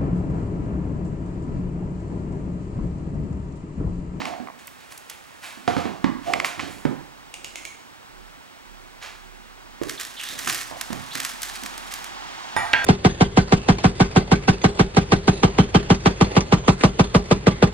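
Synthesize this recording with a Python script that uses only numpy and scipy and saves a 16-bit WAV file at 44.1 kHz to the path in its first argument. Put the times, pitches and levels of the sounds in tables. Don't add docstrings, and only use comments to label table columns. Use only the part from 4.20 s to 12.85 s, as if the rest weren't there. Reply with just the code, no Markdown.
import sys
import numpy as np
from scipy import signal
from scipy.fft import rfft, irfft, next_fast_len
from scipy.io import wavfile
from scipy.ndimage import uniform_filter1d

SR = 44100
rng = np.random.default_rng(int(sys.argv[2]) if len(sys.argv) > 2 else 0)


def unload_wav(signal):
    wavfile.write(
        sys.argv[1],
        SR,
        np.round(np.clip(np.atleast_2d(signal).T, -1, 1) * 32767).astype(np.int16),
    )


N = 381465
TIME = np.arange(N) / SR

# frequency in Hz, level in dB.
THUD_TONE = [(40, -38.5), (80, -3), (140, -2), (330, 2.5), (480, -7), (700, -4), (1400, -26.5), (4000, -72)]
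# frequency in Hz, level in dB.
SALT_TONE = [(290, -48), (500, -44), (750, -11.5), (893, -35), (1030, -8), (1380, -6.5), (1690, -1.5),
             (2570, -6), (3440, -6.5), (6140, -6.5), (9090, -10), (15100, -17), (16000, -34)]


def amp(db):
    return 10 ** (np.asarray(db) / 20)


def unit_power(x):
    return x / np.sqrt(np.mean(x ** 2) + 1e-20)


def unit_energy(x):
    return x / (np.linalg.norm(x) + 1e-20)


def value_at(points, hz):
    row_hz, value = np.transpose(points)
    return np.interp(np.log(hz + 1), np.log(row_hz + 1), value)


def add(mix, start_s, sound):
    part = mix[:, max(round(start_s * SR), 0):][:, :sound.shape[1]]
    part += sound[:, :part.shape[1]]


def envelope(start_s, rise_s, hold_s, fade_db_per_s):
    t = TIME - start_s
    faded_db = np.clip(fade_db_per_s * (t - rise_s - hold_s), 0, 200)
    return np.clip(t / rise_s, 0, 1) ** 2 * amp(-faded_db)


def coloured(x, tone, tilt_db=0, size=2048):
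    hz = abs(np.fft.fftfreq(size, 1 / SR))
    gain_db = value_at(tone, hz) + tilt_db * np.log2(np.maximum(hz, 500) / 2000)
    log_gain = np.log(amp(np.maximum(gain_db, -80)))
    response = np.fft.ifft(np.exp(signal.hilbert(log_gain).conj())).real
    return signal.oaconvolve(x, response)[:len(x)]


def diffuse(pair, scatter=1):
    # frequency in Hz, likeness from 0 to 1.
    likeness = [(50, 0.84), (300, 0.95), (1000, 0.96), (2000, 0.72), (4000, 0.76), (8000, 0.5),
                (14000, 0.11)]
    size = next_fast_len(pair.shape[1], True)
    common, separate = rfft(pair, size)
    same = np.clip(value_at(likeness, np.fft.rfftfreq(size, 1 / SR)), 0, 1) ** scatter
    left = same * common + np.sqrt(1 - same ** 2) * separate
    return irfft([left, common], size)[:, :pair.shape[1]]


def in_room(x, room_db, size=16000):
    # frequency in Hz, seconds to fade by 60 dB.
    fade_times = [(100, 0.58), (300, 0.4), (1000, 0.69), (3000, 0.46), (8000, 0.52), (16000, 0.3)]
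    hz, t, bands = signal.stft(diffuse(rng.standard_normal((2, size))), SR, nperseg=256)
    bands = bands * amp(-60 * t / value_at(fade_times, hz)[:, None])
    tail = signal.istft(bands, SR, nperseg=256)[1]
    tail *= np.clip(np.arange(tail.shape[1]) / SR / 0.0068, 0, 1) ** 2
    response = amp(room_db) * tail / np.linalg.norm(tail[1])
    response[:, 0] += 1
    return signal.oaconvolve(np.atleast_2d(x), response, axes=1)


def placed(x, sides):
    size = next_fast_len(N + 4096)
    hz, sides = np.fft.rfftfreq(size, 1 / SR), np.array(sides)
    left = amp(value_at(sides[:, :2], hz)) * np.exp(1j * value_at(sides[:, ::2], hz))
    gains = np.array([left, np.ones_like(left)]) * 2 / (1 + left)
    return irfft(rfft(x, size) * gains, size)[:, :N]


def contact(decay_s, rise_s=.0001, size=4096):
    t = np.arange(size) / SR
    burst = rng.standard_normal(size) * (1 - np.exp(-t / rise_s)) ** 2 * np.exp(-t / decay_s)
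    spectrum = rfft(burst, 2 * size)
    return irfft(spectrum / abs(spectrum) ** .7)[:size]


def ringing(notes, size=22000):
    t = np.arange(size) / SR
    return unit_energy(sum(amp(db - 60 * t / t60) * np.sin(2 * np.pi * hz * t) for hz, db, t60 in notes))


def grains(per_s, spread_db):
    hits = (rng.random(N) < per_s / SR) * rng.choice([-1, 1], N)
    return unit_power(hits * amp(spread_db * np.minimum(rng.exponential(1, N), 4)))


def taps(rows, tone, rise_s, decay_s, gain_db, room_db):
    out = np.zeros((2, N))
    for start_s, db, tilt_db in rows:
        pair = [unit_energy(coloured(contact(decay_s, rise_s), tone, tilt_db)) for side in range(2)]
        tap = diffuse(np.array(pair), scatter=.25)
        add(out, start_s, in_room(amp(db + gain_db) * tap, room_db))
    return out


def squeaks(rows, width_hz, room_db):
    out = np.zeros((2, N))
    for start_s, length_s, first_hz, last_hz, db in rows:
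        n = int(length_s * SR)
        wander = np.cumsum(rng.standard_normal(SR)[:n]) * np.sqrt(2 * np.pi * width_hz / SR)
        glide = 2 * np.pi * np.cumsum(np.linspace(first_hz, last_hz, n)) / SR
        note = np.sin(glide + uniform_filter1d(wander, size=40))
        add(out, start_s, in_room(amp(db) * unit_power(note * np.hanning(n)), room_db))
    return out


def distant_wash():
    # frequency in Hz, level in dB.
    steady_tone = [(25, -15), (50, -9.5), (90, -8), (150, -9), (250, -7.5), (450, -10.5), (900, -7.5),
                   (1500, -9), (2400, -13), (5000, -20.5), (9000, -26.5), (15000, -29.5)]
    swell_tone = [(40, -16), (100, -13), (250, -4), (480, -11), (800, 3), (1800, -2.5), (3500, -5.5),
                  (7000, -15), (15000, -38)]

    def noise(tone):
        pair = [unit_power(coloured(white, tone, size=4096)) for white in rng.standard_normal((2, N))]
        return diffuse(np.array(pair))
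    growth = np.interp(TIME, [0, 2.1, 5.35, TIME[-1]], [0, amp(-56), amp(-56), amp(-40)])
    return noise(steady_tone) * amp(-52.5) + noise(swell_tone) * growth


def low_hum():
    # frequency in Hz, relative level in dB.
    notes = [(40.5, 1.5), (81, -11), (203, -13.5), (363, -10)]
    # start in seconds, hold in seconds, level in dB.
    spells = [(1.4, 1.9, -60), (3.85, 0.074, -50), (4.356, 4.4, -55.5)]

    def waver(count):
        return np.interp(TIME, np.linspace(0, TIME[-1], count), rng.standard_normal(count))
    uneven_time = np.cumsum(1 + 0.0281 * waver(count=90)) / SR
    hum = unit_power(sum(amp(db) * np.sin(2 * np.pi * hz * uneven_time) for hz, db in notes))
    level = sum(amp(db) * envelope(start_s, .14, hold_s, fade_db_per_s=98.5)
                for start_s, hold_s, db in spells)
    return hum * level * amp(-3.5 * waver(count=45))


def whine():
    # frequency in Hz, level in dB.
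    notes = [(7867, -73.5), (15734, -71)]
    return sum(amp(db) * unit_power(np.sin(2 * np.pi * hz * TIME)) for hz, db in notes)


def bucket_shudder():
    # start in seconds, hold in seconds, level in dB.
    shoves = [(0, .01, -41.5), (1.605, 0.017, -45), (2.044, 0.097, -42), (2.353, 0.082, -43.5),
              (3.152, 0.31, -61), (6.081, 0.031, -47), (6.23, 0.016, -53)]
    jolts = unit_power(coloured(grains(per_s=440, spread_db=3.5), THUD_TONE))
    level = sum(amp(db) * envelope(start_s, 0.025, hold_s, fade_db_per_s=101)
                for start_s, hold_s, db in shoves)
    return in_room(jolts * level, room_db=-1)[:, :N]


def plastic_scuffs():
    # start in seconds, rise in seconds, fade in dB per second,
    # level in dB, fizz in dB compared with that level.
    pushes = [(0, 0.0031, 130, -35.5, -26), (.055, 0.012, 231, -40, -11.5), (.383, 0.0083, 260, -49, -5),
              (.598, 0.0078, 260, -50, -12), (.695, 0.017, 260, -49, 1), (.885, 0.018, 275, -42.5, -10),
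              (1.2, 0.039, 97, -38.5, -8.5), (1.477, 0.0051, 180, -34.5, -14.5), (1.5, 0.081, 88, -38, -16),
              (1.98, 0.1, 39, -40, -13), (2.239, .012, 227, -28.5, -9), (2.39, 0.007, 146, -34, -23),
              (2.36, 0.15, 68, -51.5, -0.5), (4.799, 0.031, 144, -36.5, -15.5)]
    # frequency in Hz, level in dB.
    scrape_tone = [(290, -30), (500, -13.5), (659, -4), (1020, -5), (1280, -5), (1420, -3.5), (1870, -3.5),
                   (2160, -3), (2390, -2.5), (6700, -13.5), (16000, -49)]
    fizz_tone = [(3000, -40), (7000, -7), (11000, -10), (16000, -21)]
    scrape = unit_power(coloured(grains(per_s=4600, spread_db=2), scrape_tone))
    fizz = unit_power(coloured(grains(per_s=2500, spread_db=2), fizz_tone))
    strokes = [(amp(db) * envelope(start_s, rise_s, 0, fade), fizz_db)
               for start_s, rise_s, fade, db, fizz_db in pushes]
    rub = amp(-57.5) * envelope(start_s=0.4, rise_s=.05, hold_s=1.1, fade_db_per_s=100)
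    strokes.append((rub, -7))
    scrape_level = np.sqrt(sum(level ** 2 for level, fizz_db in strokes))
    fizz_level = np.sqrt(sum((amp(fizz_db) * level) ** 2 for level, fizz_db in strokes))
    return in_room(scrape * scrape_level + fizz * fizz_level, room_db=-4.5)[:, :N]


def bucket_groans():
    # start in seconds, length in seconds, first and last pitch in Hz, level in dB.
    groans = [(0.0, .14, 792, 700, -42), (2.05, 0.082, 731, 670, -32), (2.14, 0.034, 702, 727, -38)]
    return squeaks(groans, width_hz=65, room_db=1.5)


def springy_clicks():
    # time in seconds, level in dB, pitch in Hz, ring and echo in dB compared with the click.
    clicks = [(3.1405, -10.5, 2830, -7.5, -2), (3.245, -7.5, 2740, -9, -1), (3.357, -8.5, 2206, -2.5, 0),
              (3.4517, -9.5, 2240, -2, -1)]
    # frequency in Hz, level in dB.
    snap_tone = [(300, -10), (700, -1.5), (1650, -23), (2100, 4.5), (2900, 5), (3700, 1.5), (4500, -2.5),
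                 (5400, -0.5), (6700, 0.5), (7500, -2), (8500, -2), (10500, -9.5), (15500, -18)]
    out = np.zeros((2, N))
    for start_s, db, hz, ring_db, room_db in clicks:
        pair = [unit_energy(coloured(contact(decay_s=0.0023), snap_tone)) for side in range(2)]
        snap = diffuse(np.array(pair))
        ring = ringing([(hz, 0, .018), (hz * 3.01, -3, .01)], size=snap.shape[1])
        add(out, start_s, in_room(amp(db) * (snap + amp(ring_db) * ring), room_db))
    return out


def plastic_clacks():
    # time in seconds, relative level in dB, brightness in dB per octave.
    clacks = [(0.017, -11, -3), (0.053, -10, 3.5), (0.137, -18, -9.5), (0.271, -19.5, -8.5),
              (0.284, -19, -12), (0.299, -21, -14.5), (0.477, -23.5, 5), (2.135, 1.5, 3), (2.199, -2, 2),
              (2.245, -1.5, 1.5), (2.3935, -11, -1.5), (2.398, -9, -1)]
    # frequency in Hz, level in dB.
    clack_tone = [(180, -56), (300, -37), (828, -6.5), (1150, 2.5), (1530, -8.5), (2140, 1.5), (3890, -19),
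                  (4440, -17.5), (5700, -19.5), (6520, -31), (7320, -22.5), (9090, -34), (13800, -48),
                  (16000, -46)]
    return taps(clacks, clack_tone, rise_s=0.0019, decay_s=0.0013, gain_db=7, room_db=-11.5)


def table_thumps():
    # time in seconds, level in dB, boom pitch in Hz, seconds for the boom to fade by 60 dB,
    # thud and crack in dB compared with the boom.
    thumps = [(0.002, -5.5, 223, 0.031, -5.5, -3.5), (0.2, -8.5, 248, 0.061, -23, -8.5),
              (1.372, -21, 256, 0.035, -12, -18), (1.477, 7.5, 703, 0.082, -4, -2),
              (1.566, 0.5, 258, 0.087, -1, -1.5), (1.654, -8.5, 300, 0.029, 5, 0),
              (1.8423, 9, 252, 0.029, -10.5, -5.5), (2.652, 7.5, 276, 0.028, -13, -10),
              (2.655, -4.5, 145, 0.097, -17, -9), (5.615, -1, 366, 0.012, -9, -10.5),
              (6.271, -11, 1340, 0.024, 1, -5), (6.512, -22, 676, 0.014, 1, 8),
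              (6.703, -3, 257, 0.026, -11, -9.5), (6.727, -11, 145, 0.026, -4, -2.5),
              (6.95, -13.5, 271, 0.066, 0.5, -15), (7.424, -19, 264, 0.072, -2, -8),
              (8.365, -16, 98, .13, -1.5, -25), (8.535, -21, 176, 0.046, -11, -32)]
    # frequency in Hz, level in dB.
    crack_tone = [(100, -15), (500, 3), (800, 4), (1080, 4), (1450, -2), (1800, -0.5), (2500, -7.5),
                  (4500, -15), (8000, -27.5), (15000, -48)]
    out = np.zeros((2, N))
    for start_s, db, hz, t60, thud_db, crack_db in thumps:
        crack = unit_energy(coloured(contact(decay_s=0.0024, rise_s=0.00029), crack_tone))
        thud = unit_energy(coloured(contact(decay_s=0.0052), THUD_TONE))
        cycles = np.arange(len(crack)) / SR * hz
        swell = 1 - np.exp(-cycles / .5)
        boom = unit_energy(ringing([(hz, 0, t60)], size=len(crack)) * swell)
        blow = amp(crack_db) * crack + amp(thud_db) * thud - boom
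        add(out, start_s, in_room(amp(db) * blow, room_db=-0.5 - 0.22 * db))
    return out


def spoon_on_jar():
    # time in seconds, knock level in dB, knock centre in Hz, jar ring in dB, place from
    # 0 (wall) to 1 (rim), spoon ring in dB, spoon ring centre in Hz, echo of the knock in dB.
    knocks = [(8.365, -1, 1096, 9, .02, -3, 8800, 4.5), (8.5325, 6.5, 2190, 2.5, 1, -25, 4600, -13),
              (8.536, 10, 1645, 13, 0.91, -27, 4970, -3), (8.6435, -8, 6100, -0.5, 0.46, -1, 9400, 20)]
    # octaves from its centre, level in dB.
    knock_shape = [(0, -36), (-4, -28), (-16, 14), (1, -3), (1, 9), (-0.02, 4), (2, -31.5), (2.5, -52)]
    # frequency in Hz, seconds to fade by 60 dB, level in dB when struck
    # on the wall, level in dB when struck on the rim.
    jar_notes = [(700, 0.88, -9, -16), (804, 0.43, -8, -15), (883, 0.14, 3.5, -4), (987, 0.17, 3.5, -5.5),
                 (1380, 0.32, -33, -6.5), (1604, 0.11, 2, 13), (1846, 0.37, 1, -6), (1900, 0.24, 1.5, -10),
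                 (2180, 0.26, -32, -2), (2340, 0.22, -4, -4), (2584, 0.48, -26, -14), (2930, .5, -20, -26),
                 (3000, .4, -23, -33), (3380, 0.97, -21, -13.5), (4377, 1, -26, -15), (6060, .7, -26, -23)]
    # frequency in Hz, relative level in dB, seconds to fade by 60 dB.
    spoon_notes = [(3606, 12, 0.2), (5080, 15, 0.023), (6840, -4, 0.29), (9050, 0, 0.17), (9620, -5, .12),
                   (9760, -19.5, 0.54), (10900, -15, .4), (12800, -9, .26)]
    out = np.zeros((2, N))
    for start_s, db, centre_hz, jar_db, place, spoon_db, spoon_hz, room_db in knocks:
        knock_tone = [(centre_hz * 2 ** octaves, level) for octaves, level in knock_shape]
        knock = unit_energy(coloured(contact(decay_s=0.0017), knock_tone))
        notes = [(hz, wall + place * (rim - wall), t60) for hz, t60, wall, rim in jar_notes]
        twins = [(hz * (1 - 0.018), level - 5, t60) for hz, level, t60 in notes]
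        glass = ringing(notes + twins)
        spoon = ringing([(hz, level - 9 * abs(np.log2(hz / spoon_hz)), t60)
                         for hz, level, t60 in spoon_notes])
        add(out, start_s, in_room(amp(db) * knock, room_db))
        add(out, start_s, in_room(amp(jar_db) * glass + amp(spoon_db) * spoon, room_db=-3))
    return out


def salt_chirps():
    # start in seconds, length in seconds, first and last pitch in Hz, level in dB.
    chirps = [(5.773, .015, 3790, 3560, -40.5), (5.958, 0.038, 3780, 3210, -44),
              (5.99, 0.023, 3060, 2950, -37), (6.01, 0.15, 3430, 3980, -45),
              (6.9, 0.045, 3040, 4450, -42.5), (6.95, 0.02, 1995, 1940, -38)]
    return squeaks(chirps, width_hz=610, room_db=1)


def single_ticks():
    # time in seconds, relative level in dB, brightness in dB per octave.
    ticks = [(0.4708, -26.5, 13), (0.7205, -27.5, -2.5), (0.7756, -27, 5.5), (0.8973, -21.5, 3.5),
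             (5.633, -23, -1), (5.694, -14.5, .5), (5.8097, -18, 1.5), (5.849, -22, 1.5),
             (6.0373, -20.5, 0.5), (6.1888, -16.5, 2), (6.272, -11.5, -9), (6.2968, -8.5, -1.5),
             (6.3448, -14.5, 1.5), (6.6105, -12, 0), (6.7282, -20, -1), (6.9518, -14, -1),
             (7.0005, -13, -1), (7.0479, -11, 0), (7.2179, -18, 3.5), (7.23, -13.5, 2.5),
             (7.2961, -21.5, -1.5), (7.434, -21, 1.5), (7.46, -17, -1), (7.5775, -22.5, 2),
             (7.7373, -17, 2.5), (7.8417, -21.5, 1.5)]
    return taps(ticks, SALT_TONE, rise_s=0.002, decay_s=0.0017, gain_db=12.5, room_db=-8)


def salt_patter():
    # start in seconds, hold in seconds, level in dB.
    trickles = [(5.606, 0.88, -48.5), (6.553, 1.29, -47)]
    clumps = [(5.672, .005, -38), (5.782, 0.017, -37), (5.981, 0.15, -38), (6.172, 0.23, -35),
              (6.263, 0.0081, -24.5), (6.92, 0.16, -36), (7.21, .04, -38.5), (7.331, .01, -37),
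              (7.701, .015, -36)]
    rise_s, fade_db_per_s, burst_s = 0.018, 182, .0017
    flow = np.sqrt(sum((amp(db) * envelope(start_s, rise_s, hold_s, fade_db_per_s)) ** 2
                       for start_s, hold_s, db in trickles + clumps))
    crystals = grains(per_s=1100, spread_db=3.8)
    bursts = np.sqrt(signal.lfilter([1], [1, -np.exp(-1 / burst_s / SR)], crystals ** 2))
    pair = np.array([coloured(bursts * white, SALT_TONE) for white in rng.standard_normal((2, N))])
    patter = unit_power(diffuse(pair, scatter=.3))
    return in_room(patter * flow, room_db=-10)[:, :N]


def scene():
    # frequency in Hz, left minus right in dB,
    # angle in radians by which the left wave leads.
    near_sides = [(60, -13.5, 2.7), (150, -13.5, 2.8), (280, -13, 2.7), (550, -8.5, 1.9), (1000, -5, 1.35),
                  (2300, -3.7, .75), (5000, -2.4, .45), (9000, -1.8, .4), (15000, -2.4, .3)]
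    far_sides = [(40, -12.5, 2.8), (250, -3.5, 2.4), (1000, -3.5, 2.06), (2500, -2, 1.7), (8000, -1, 1.93),
                 (15000, -2.5, 1.5)]
    handling = table_thumps() + bucket_shudder() + plastic_scuffs()
    handling += springy_clicks() + bucket_groans() + plastic_clacks()
    salting = salt_patter() + salt_chirps() + single_ticks() + spoon_on_jar()
    background = distant_wash() + low_hum() + whine()
    return placed(handling + salting, near_sides) + placed(background, far_sides)


def record(dry):
    low_pass = signal.firwin(511, 16200, window=("kaiser", 9), fs=SR)
    return signal.oaconvolve(np.clip(dry, -1, 1), low_pass[None], "same")


dry = scene()
out = record(dry)
unload_wav(out)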